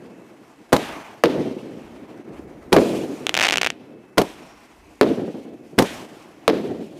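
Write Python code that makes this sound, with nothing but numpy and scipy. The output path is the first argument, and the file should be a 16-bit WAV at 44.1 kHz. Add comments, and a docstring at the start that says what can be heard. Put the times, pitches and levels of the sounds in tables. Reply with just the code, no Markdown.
"""Firework cake at night

Lift charges thump in their tubes close by, comets rush and hiss, and shells burst high above the microphone;
after the second burst the stars crackle. Blast waves and scattered noise repeat over sharp echo paths from
ground and walls, enveloped noise makes comets and stars, and low lumpy noise is the far land's roll.
Puffs of wind and a faint whine lie underneath; the bangs overload the microphone."""
import sys
import numpy as np
from scipy import signal
from scipy.fft import rfft, irfft, next_fast_len
from scipy.io import wavfile
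from scipy.ndimage import uniform_filter1d, map_coordinates

SR = 44100
rng = np.random.default_rng(int(sys.argv[2]) if len(sys.argv) > 2 else 0)


def int16_out(signal):
    """Quantize to a 16-bit WAV file."""
    q = np.round(np.clip(np.atleast_2d(signal).T, -1, 1) * 32767)
    wavfile.write(sys.argv[1], SR, q.astype(np.int16))


N = 308259


def amp(db):
    """dB to gain."""
    return 10 ** (np.asarray(db) / 20)


def unit(x):
    """Scaled to rms 1."""
    return x / np.sqrt(np.mean(x ** 2) + 1e-20)


def curves(rows):
    """One value per sample for each column after the time."""
    times, *columns = np.transpose(rows)
    return [np.interp(np.arange(N) / SR, times, column) for column in columns]


def wobble(rate):
    """A smooth random curve, rate knots a second."""
    return map_coordinates(rng.standard_normal(int(N * rate / SR) + 4), [np.arange(N) * rate / SR])


def filtered(x, response):
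    """x passed through a complex response of frequency."""
    m = next_fast_len(N + SR // 2)
    return irfft(rfft(x, m) * response(np.fft.rfftfreq(m, 1 / SR)), m)[..., :N]


def low_cut(x, cut_hz):
    """A causal second-order high-pass."""
    return filtered(x, lambda hz: (1j * hz / (cut_hz + 1j * hz)) ** 2)


def noise(spectrum):
    """Noise of rms 1 coloured by (f/Hz, level/dB) points on a log axis."""
    f, db = np.transpose(spectrum)

    def colour(hz):
        return amp(np.interp(np.log(hz + 1), np.log(f + 1), db))

    return unit(filtered(rng.standard_normal(N), colour))


def add(track, s, sound):
    """Mix a sound into the track from time s on."""
    part = track[round(s * SR):][:len(sound)]
    part += sound[:len(part)]


def swells(starts, levels_db, shape):
    """Summed power of envelopes that rise, hold, then fall steadily in dB."""
    rise, hold, fall = shape
    since = np.maximum(np.arange(N) / SR - np.array(starts)[:, None], 0)
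    levels = np.array(levels_db)[:, None] - fall * np.maximum(since - hold, 0)
    gains = amp(levels) * np.minimum(since / rise, 1)
    return np.sum(gains ** 2, axis=0)


def patchy(x, patchy_db):
    """Random gain patches over time and frequency."""
    z = signal.stft(x, nperseg=512)[2]
    across_f = uniform_filter1d(rng.standard_normal(z.shape), 8, 0)
    field = uniform_filter1d(across_f, 12, 1)
    return signal.istft(z * amp(patchy_db * unit(field)), nperseg=512)[1][:N]


# puffs of wind at the microphone: middle t/s, half width/s, level/dB
WIND_PUFFS = [(0.02, .15, -69), (.65, .08, -68), (1.89, 0.077, -54), (2.15, .12, -63), (2.42, .06, -47),
              (2.62, .12, -51), (3.4, .2, -56), (3.65, .08, -60), (4.1, .08, -69), (4.55, .08, -61),
              (4.87, 0.089, -52), (5.7, .08, -65), (6.37, .08, -68), (6.95, .06, -72)]
# colour of wind on the microphone: f/Hz, relative level/dB per Hz
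WIND_COLOUR = [(12, -20), (25, -1.5), (60, 4), (100, -6), (200, -46)]
# faint thin tones: f/Hz, middle level/dB
WHINE_TONES = [(2024, -73), (2207, -71), (2471, -77.5), (2622, -69.5)]
# fainter tones in the treble: f/Hz, middle level/dB
TREBLE_TONES = [(8839, -89), (10637, -83), (11687, -83), (11989, -88), (13334, -86), (13485, -93)]
CALM_DB = -82  # wind between puffs
SURGE_DB, SURGE = -55, (.05, 0.12, 76)  # air stirred by each bang: dB; (rise s, hold s, fall dB per s)


def night():
    """Puffs of wind and the stir of each bang buffet the microphone over a faint unsteady whine."""
    t = np.arange(N) / SR
    whine = np.zeros(N)
    for hz, db in WHINE_TONES + TREBLE_TONES:
        level = amp(db + 3.2 * wobble(5))
        whine += level * np.sin(2 * np.pi * hz * t + 2.3 * wobble(17))
    puffs = sum(amp(db - 6 * ((t - s) / width) ** 2) ** 2 for s, width, db in WIND_PUFFS)
    starts = [s for s, *_ in LIFT_SHOTS + SHELL_BURSTS]
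    stirred = swells(starts, [SURGE_DB] * len(starts), SURGE)
    wind = np.sqrt(puffs + stirred + amp(CALM_DB) ** 2)
    return wind * amp(1.7 * wobble(6.3)) * noise(WIND_COLOUR) + whine


# slow background under the shots, shared with comets():
# t/s, roll level/dB, rush level/dB, roar level/dB, hiss level/dB
BACKGROUND = [(0, -42, -52.5, -59.5, -65.5), (.43, -50, -56.5, -61.5, -66), (1.2, -51, -59, -61, -64),
              (1.75, -38, -53.5, -56, -63.5), (1.92, -42.5, -52, -57, -66), (2.28, -39, -53, -60.5, -67.5),
              (2.7, -46, -53.5, -64, -66.5), (3.5, -36, -44, -53, -68), (3.7, -42.5, -56, -53, -72),
              (4.15, -50.5, -59.5, -70, -70.5), (4.5, -55, -51.5, -57.5, -64),
              (4.98, -53.5, -58.5, -62.5, -64.5), (5.4, -42.5, -63, -65, -71),
              (5.76, -42.5, -59, -59, -62.5), (6.25, -48, -51.5, -63, -64), (6.45, -49.5, -56.5, -61, -66),
              (6.84, -41, -66, -54, -60.5), (6.99, -38.5, -67, -57, -62)]
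# colour of the far roll: f/Hz, relative level/dB per Hz
FAR_COLOUR = [(35, -63), (60, -23), (124, -6.5), (306, 2), (660, -12), (715, -14), (796, -18),
              (1020, -35.5), (1500, -31), (1950, -30), (3300, -120)]
# late low echoes off far walls: t/s, relative level/dB
FAR_THUDS = [(2.2, -22), (2.385, -29), (2.397, -20), (3.735, -32), (3.85, -39), (4.409, -28), (6.171, -27)]
LIFT_ROLL = (0.094, 0.16, 38)  # far echoes of a lift: (rise s, hold s, fall dB per s)
BURST_ROLL = (0.11, .22, 93)  # and of a burst


def far_land():
    """The lumpy low roll of distant echoes swells after each bang, with a few single thuds."""
    lift_s, *_, lift_db = np.transpose(LIFT_SHOTS)
    burst_s, *_, burst_db = np.transpose(SHELL_BURSTS)
    background_db, *_ = curves(BACKGROUND)
    echoes = swells(lift_s, lift_db, LIFT_ROLL) + swells(burst_s, burst_db, BURST_ROLL)
    lumps = wobble(30)  # fresh echoes are lumpier than the background
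    fresh = echoes * amp(4.2 * lumps) ** 2
    background = amp(background_db + 2.4 * lumps) ** 2
    out = np.sqrt(fresh + background) * noise(FAR_COLOUR)
    t = np.arange(SR // 20) / SR
    for s, db in FAR_THUDS:
        envelope = 3 * amp(db - 60 * t / 0.019) * (1 - np.exp(-t / 0.0044))
        add(out, s - .003, envelope * np.sin(2 * np.pi * 320 * t))
    return out


# how rush, roar and hiss of a comet burn, one row each: rise/s, hold/s, fall/dB per s
COMET_SWELLS = [(0.12, 0.21, 50), (.05, .17, 48.5), (.03, 0.071, 59)]
# the same for a burst's stars: rise/s, hold/s, fall/dB per s
STAR_SWELLS = [(.03, 0.045, 92), (.06, 0.19, 56), (.03, .1, 39)]
# colour of the low rush: f/Hz, relative level/dB per Hz
RUSH_COLOUR = [(400, -24), (650, 1), (1000, -1), (1500, -6.5), (2200, -8.5), (4000, -33)]
# colour of the middle roar: f/Hz, relative level/dB per Hz
ROAR_COLOUR = [(900, 8), (1600, -13.5), (2400, 6.5), (3100, 4.5), (3800, -0.5), (6000, -6.5), (9000, -45)]
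# colour of the high hiss: f/Hz, relative level/dB per Hz
HISS_COLOUR = [(2500, -19), (4000, -0.5), (6000, 3), (9000, 0.5), (13500, -4.5), (15000, -4), (16500, -38)]
# thin whistles in the hiss: from t/s, to t/s, f/Hz, level/dB
THIN_WHISTLES = [(0.916, 1.067, 6250, -59), (4.342, 4.645, 5520, -64), (6.085, 6.35, 5250, -67)]


def comets():
    """Comets after each lift and stars after each burst rush, roar and hiss unevenly; some whistle thinly."""
    lift_s, *_, lift_rush, lift_roar, lift_hiss, _ = np.transpose(LIFT_SHOTS)
    burst_s, *_, star_rush, star_roar, star_hiss, _ = np.transpose(SHELL_BURSTS)
    comet_levels = (lift_rush, lift_roar, lift_hiss)
    star_levels = (star_rush, star_roar, star_hiss)
    _, *background_db = curves(BACKGROUND)
    gains = []
    for comet_db, comet, star_db, star, db in zip(comet_levels, COMET_SWELLS,
                                                  star_levels, STAR_SWELLS, background_db):
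        burning = swells(lift_s, comet_db, comet) + swells(burst_s, star_db, star)
        gains.append(np.sqrt(burning + amp(db) ** 2))
    rush, roar, hiss = gains
    sputter = wobble(56) + .9 * wobble(16)
    body = rush * noise(RUSH_COLOUR) + roar * noise(ROAR_COLOUR)
    fizz = hiss * amp(0.84 * wobble(180)) * noise(HISS_COLOUR)
    out = patchy(amp(1.2 * sputter) * (body + fizz), patchy_db=1.1)
    for start, end, hz, db in THIN_WHISTLES:
        length = round((end - start) * SR)
        narrow = noise([(hz - 500, -40), (hz - 150, 0), (hz + 150, 0), (hz + 500, -40)])
        add(out, start, amp(db) * np.sqrt(np.hanning(length)) * narrow[:length])
    return out


def bangs(shots, paths, low, high):
    """Each path repeats the blast wave and lets scattered boom and crack die away behind it."""
    waves, boom, crack = np.zeros(N), np.zeros(N), np.zeros(N)  # boom and crack hold power
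    t = np.arange(SR // 2) / SR
    for s, db, length, bright_db in shots:
        for delay, push_db, boom_db, crack_db, t60 in paths:
            blur = np.sqrt(abs(delay))  # paths farther in time from the bang stretch the wave, round its front
            u = t[:SR // 20] / (length + 0.0011 * blur)
            front = (1 - np.exp(-t / (.00003 + 0.00069 * blur))) ** 2
            arrival = s + delay * (1 + .01 * rng.normal())
            swing = np.cos(np.pi / 2 * u ** min(0.72 + 0.92 * blur, 1))
            decay = np.exp(-.45 * u / (1 + 4 * blur))
            add(waves, arrival, -amp(db + push_db) * front[:len(u)] * swing * decay)
            fade = amp(-60 * t / t60) ** 2
            boom_rise = 1 - np.exp(-t / (0.0011 + 0.011 * blur ** 2))
            add(boom, arrival, amp(db + boom_db) ** 2 * fade * boom_rise)
            crack_rise = 1 - np.exp(-t / (.00005 + 0.11 * blur ** 3))  # far scatter arrives gradually
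            crack_fade = fade ** 1.17  # the treble dies first
            add(crack, arrival, amp(db + crack_db + bright_db) ** 2 * crack_fade * crack_rise ** 2)
    return low_cut(waves, 206) + np.sqrt(boom) * noise(low) + np.sqrt(crack) * noise(high)


# lift charges close by, and their comets: t/s, relative level/dB, brightness/dB, whoosh level/dB,
# rush level/dB, roar level/dB, hiss level/dB, roll level/dB
LIFT_SHOTS = [(0.7284, 2.5, -2, -34, -37.5, -41.5, -44.5, -39.5),
              (2.728, 2.5, -3, -42, -44, -39.5, -44.5, -45), (4.180, 0, -1, -42.5, -50, -49.5, -49.5, -52),
              (5.787, 2.5, -1.5, -33.5, -45.5, -44.5, -43, -41.5)]
# lead-in, bang and echoes of a lift: mean time from the bang/s, push/dB, boom/dB, crack/dB, boom t60/s
LIFT_ARRIVALS = [(-.006, -12, -15.5, -33.5, .1), (0, 5.5, -5.5, -11, 0.032), (.002, 7.5, -5.5, -5, 0.028),
                 (.0055, -3.5, -6, -19, 0.13), (.014, -6.5, -22, -30, 0.052), (0.0361, 2, -6.5, -12, 0.025),
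                 (0.051, -26, -25, -42, .15), (.12, -25, -42, -47, 0.14), (0.236, -31, -41, -51, 0.23)]
# colour of the boom at the tubes: f/Hz, relative level/dB per Hz
LIFT_BOOM_COLOUR = [(35, -44.5), (60, -16), (193, 3.5), (478, 2), (788, -3), (1360, -15.5), (1640, -22),
                    (2140, -22), (2500, -21), (3250, -53), (5500, -120)]
# colour of the crack at the tubes: f/Hz, relative level/dB per Hz
LIFT_CRACK_COLOUR = [(300, -34), (800, 2), (2000, -3.5), (4000, -3.5), (8000, -11), (12500, -11.5),
                     (15000, -15), (17000, -41)]
# colour of the whoosh, shared with the scatter in crackle(): f/Hz, relative level/dB per Hz
WHOOSH_COLOUR = [(900, -21), (1500, 0.5), (2400, 0), (3500, -0.5), (4500, -11), (8000, -17.5),
                 (14000, -26.5), (16500, -46)]


def lifts():
    """Powder charges throw shells from their tubes: bang, slow surge of air, then the comet's whoosh."""
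    shots = [(s, db, .0005, bright_db) for s, db, bright_db, *_ in LIFT_SHOTS]
    out = bangs(shots, LIFT_ARRIVALS, LIFT_BOOM_COLOUR, LIFT_CRACK_COLOUR)
    whoosh, t = np.zeros(N), np.arange(SR // 3) / SR
    for s, db, _, whoosh_db, *_ in LIFT_SHOTS:
        add(out, s, amp(db - 11.5 - 60 * t / 0.07) * np.sin(2 * np.pi * 35 * t))  # surge of air
        add(whoosh, s + 0.051, amp(whoosh_db) * (t / .035) * np.exp(1 - t / 0.032))
    return out + whoosh * noise(WHOOSH_COLOUR)


# shell bursts high above, and their stars: t/s, relative level/dB, blast length/s before path stretch,
# crack brightness/dB, rush level/dB, roar level/dB, hiss level/dB, roll level/dB
SHELL_BURSTS = [(1.2377, 0, 0.00039, 4, -38.5, -43, -52.5, -25),
                (2.7657, 4, 0.00044, -1.5, -50, -41, -40.5, -24.5),
                (5.0121, 1.5, 0.00059, 0, -43.5, -45, -53, -29),
                (6.4793, -1.5, 0.00024, 4, -40.5, -48, -55, -28.5)]
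# bang and echoes of a burst: mean time from the bang/s, push/dB, boom/dB, crack/dB, boom t60/s
BURST_ARRIVALS = [(0, 14, -10, -3, .006), (.0017, 7, -6, -20, .05), (.006, -6, -8, -30, .1),
                  (.012, 0, -9, -25, .04), (.0192, 2, -9, -16, .014), (.022, -8, -8, -32, .08),
                  (.031, -8, -12, -38, .06), (.042, -14, -18, -34, .05), (.051, -8, -14, -38, .08),
                  (.057, -18, -20, -38, .4), (.09, -20, -22, -44, .3), (.16, -22, -22, -44, .15),
                  (.172, -14, -22, -44, .15), (.215, -26, -28, -50, .3), (.272, -16, -26, -50, .15),
                  (.33, -22, -28, -54, .3), (.43, -32, -36, -58, .5)]
# colour of the boom overhead: f/Hz, relative level/dB per Hz
BURST_BOOM_COLOUR = [(15, -63), (40, -32), (117, -16), (170, -8), (230, -2), (330, 0), (470, -3),
                     (620, -11), (800, -20), (1200, -30), (2500, -40), (5500, -120)]
# colour of the crack overhead: f/Hz, relative level/dB per Hz
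BURST_CRACK_COLOUR = [(300, -21), (800, 7.5), (2000, 6), (4000, 3.5), (8000, -14.5), (14000, -15),
                      (17000, -51)]


def bursts():
    """Shells break high above: blast waves with scattered boom and crack, direct and on every echo path."""
    shots = [(s, db, length, crack_db) for s, db, length, crack_db, *_ in SHELL_BURSTS]
    return bangs(shots, BURST_ARRIVALS, BURST_BOOM_COLOUR, BURST_CRACK_COLOUR)


# crackling stars: t/s, relative level/dB
STAR_POPS = [(3.2679, 0.0), (3.2937, 0.0), (3.3425, -0.4), (3.3518, -2.0), (3.3678, -1.8), (3.3744, -3.7),
             (3.3757, -0.1), (3.3899, -1.2), (3.398, 0.0), (3.4097, -0.1), (3.4131, -1.3), (3.4163, -0.3),
             (3.4268, -1.3), (3.4321, -2.8), (3.4332, -3.7), (3.4372, -1.3), (3.438, -0.9), (3.4399, -4.8),
             (3.441, -3.4), (3.4472, -4.0), (3.4483, -2.4), (3.4511, -3.1), (3.4524, -5.0), (3.4539, -1.6),
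             (3.4597, -1.6), (3.4664, -4.1), (3.4677, -4.2), (3.4702, -0.7), (3.4841, -2.6), (3.4877, -0.7),
             (3.4887, -0.4), (3.499, -2.4), (3.509, -0.4), (3.5236, -2.7), (3.5269, -4.4), (3.5295, -1.4),
             (3.5363, -5.3), (3.5404, -1.3), (3.5582, -0.6), (3.5727, -0.1), (3.5822, -3), (3.5829, -1.4),
             (3.6143, -2.2), (3.6171, -0.3), (3.6322, 0.0), (3.6459, -3.1), (3.6501, -5.7), (3.6638, -0.2),
             (3.6715, -0.4), (3.7031, -4.9)]
# partials a pop rings with, varied from pop to pop: middle f/Hz, middle level/dB, t60/s
POP_RING = [(2600, 3.5, 0.0018), (5180, -2.5, 0.00089), (8300, -28, 0.0002)]
DULL_S, DULL_PER_DB = .000012, .000006  # front of a pop (s, s per dB); weaker pops are farther and rounder
POP_ECHO_S, POP_ECHO_DB, POP_ECHO_HZ = .0178, -24, 2400  # the ground returns each pop late and dull
POP_PUSH_HZ, POP_PUSH_DB, POP_PUSH_T60 = 800, -14, .006  # the low push under a pop


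def crackle():
    """Each star is a tiny shock that rings briefly, with a short scatter, a faint longer one and a ground echo."""
    pops, scatter, t = np.zeros(N), np.zeros(N), np.arange(SR // 4) / SR
    push = amp(POP_PUSH_DB - 60 * t / POP_PUSH_T60) * np.sin(2 * np.pi * POP_PUSH_HZ * t)
    for s, db in STAR_POPS:
        tilt, detune = rng.normal(0, 1, 2)
        ring = np.zeros(len(t))
        for k, (hz, level, t60) in enumerate(POP_RING):
            fade = amp(level + 4.7 * tilt * k - 60 * t / t60)
            ring += fade * np.sin(2 * np.pi * hz * (1 + 0.1 * detune) * t)
        front = 1 - np.exp(-t / (DULL_S - DULL_PER_DB * db))
        add(pops, s - .00007, -amp(db) * (ring + push) * front)
        tail = amp(-20 - 60 * t / 0.017) ** 2 + amp(-40 - 60 * t / 0.16) ** 2
        add(scatter, s, amp(db) ** 2 * tail)

    def ground(hz):
        band = 1j * hz * 2000 / (POP_ECHO_HZ ** 2 - hz ** 2 + 1j * hz * 2000)  # 2000 Hz wide
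        return amp(POP_ECHO_DB) * np.exp(-2j * np.pi * hz * POP_ECHO_S) * band

    return low_cut(pops, 275) + filtered(pops, ground) + np.sqrt(scatter) * noise(WHOOSH_COLOUR)


def scene():
    """Everything that reaches the microphone."""
    return (night() + far_land() + comets() + lifts() + bursts() + crackle())[None]


TOP_HZ = 16500  # nothing passes above


def record(dry):
    """The input flattens peaks, the coupling lets flat tops sag, gain control ducks; then clip and band limit."""
    top = np.where(dry < 0, 1.15, .85)  # the two polarities overload at different levels
    flat = dry / (1 + np.abs(dry / top) ** 6) ** (1 / 6)
    sagged = filtered(flat, lambda hz: 1j * hz / (70 + 1j * hz) / (1 + 1j * hz / 11000))
    keep = np.exp(-1 / (0.0096 * SR))  # the gain recovers in some tens of ms
    load = signal.lfilter([1 - keep], [1, -keep], sagged ** 2)
    ducked = sagged / (1 + 0.97 * np.sqrt(np.abs(load)))
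    clipped = np.clip(ducked, -1, 1)
    return filtered(clipped, lambda hz: (hz < TOP_HZ) / np.sqrt(1 + (hz / 14500) ** 24))


dry = scene()
out = record(dry)
int16_out(out)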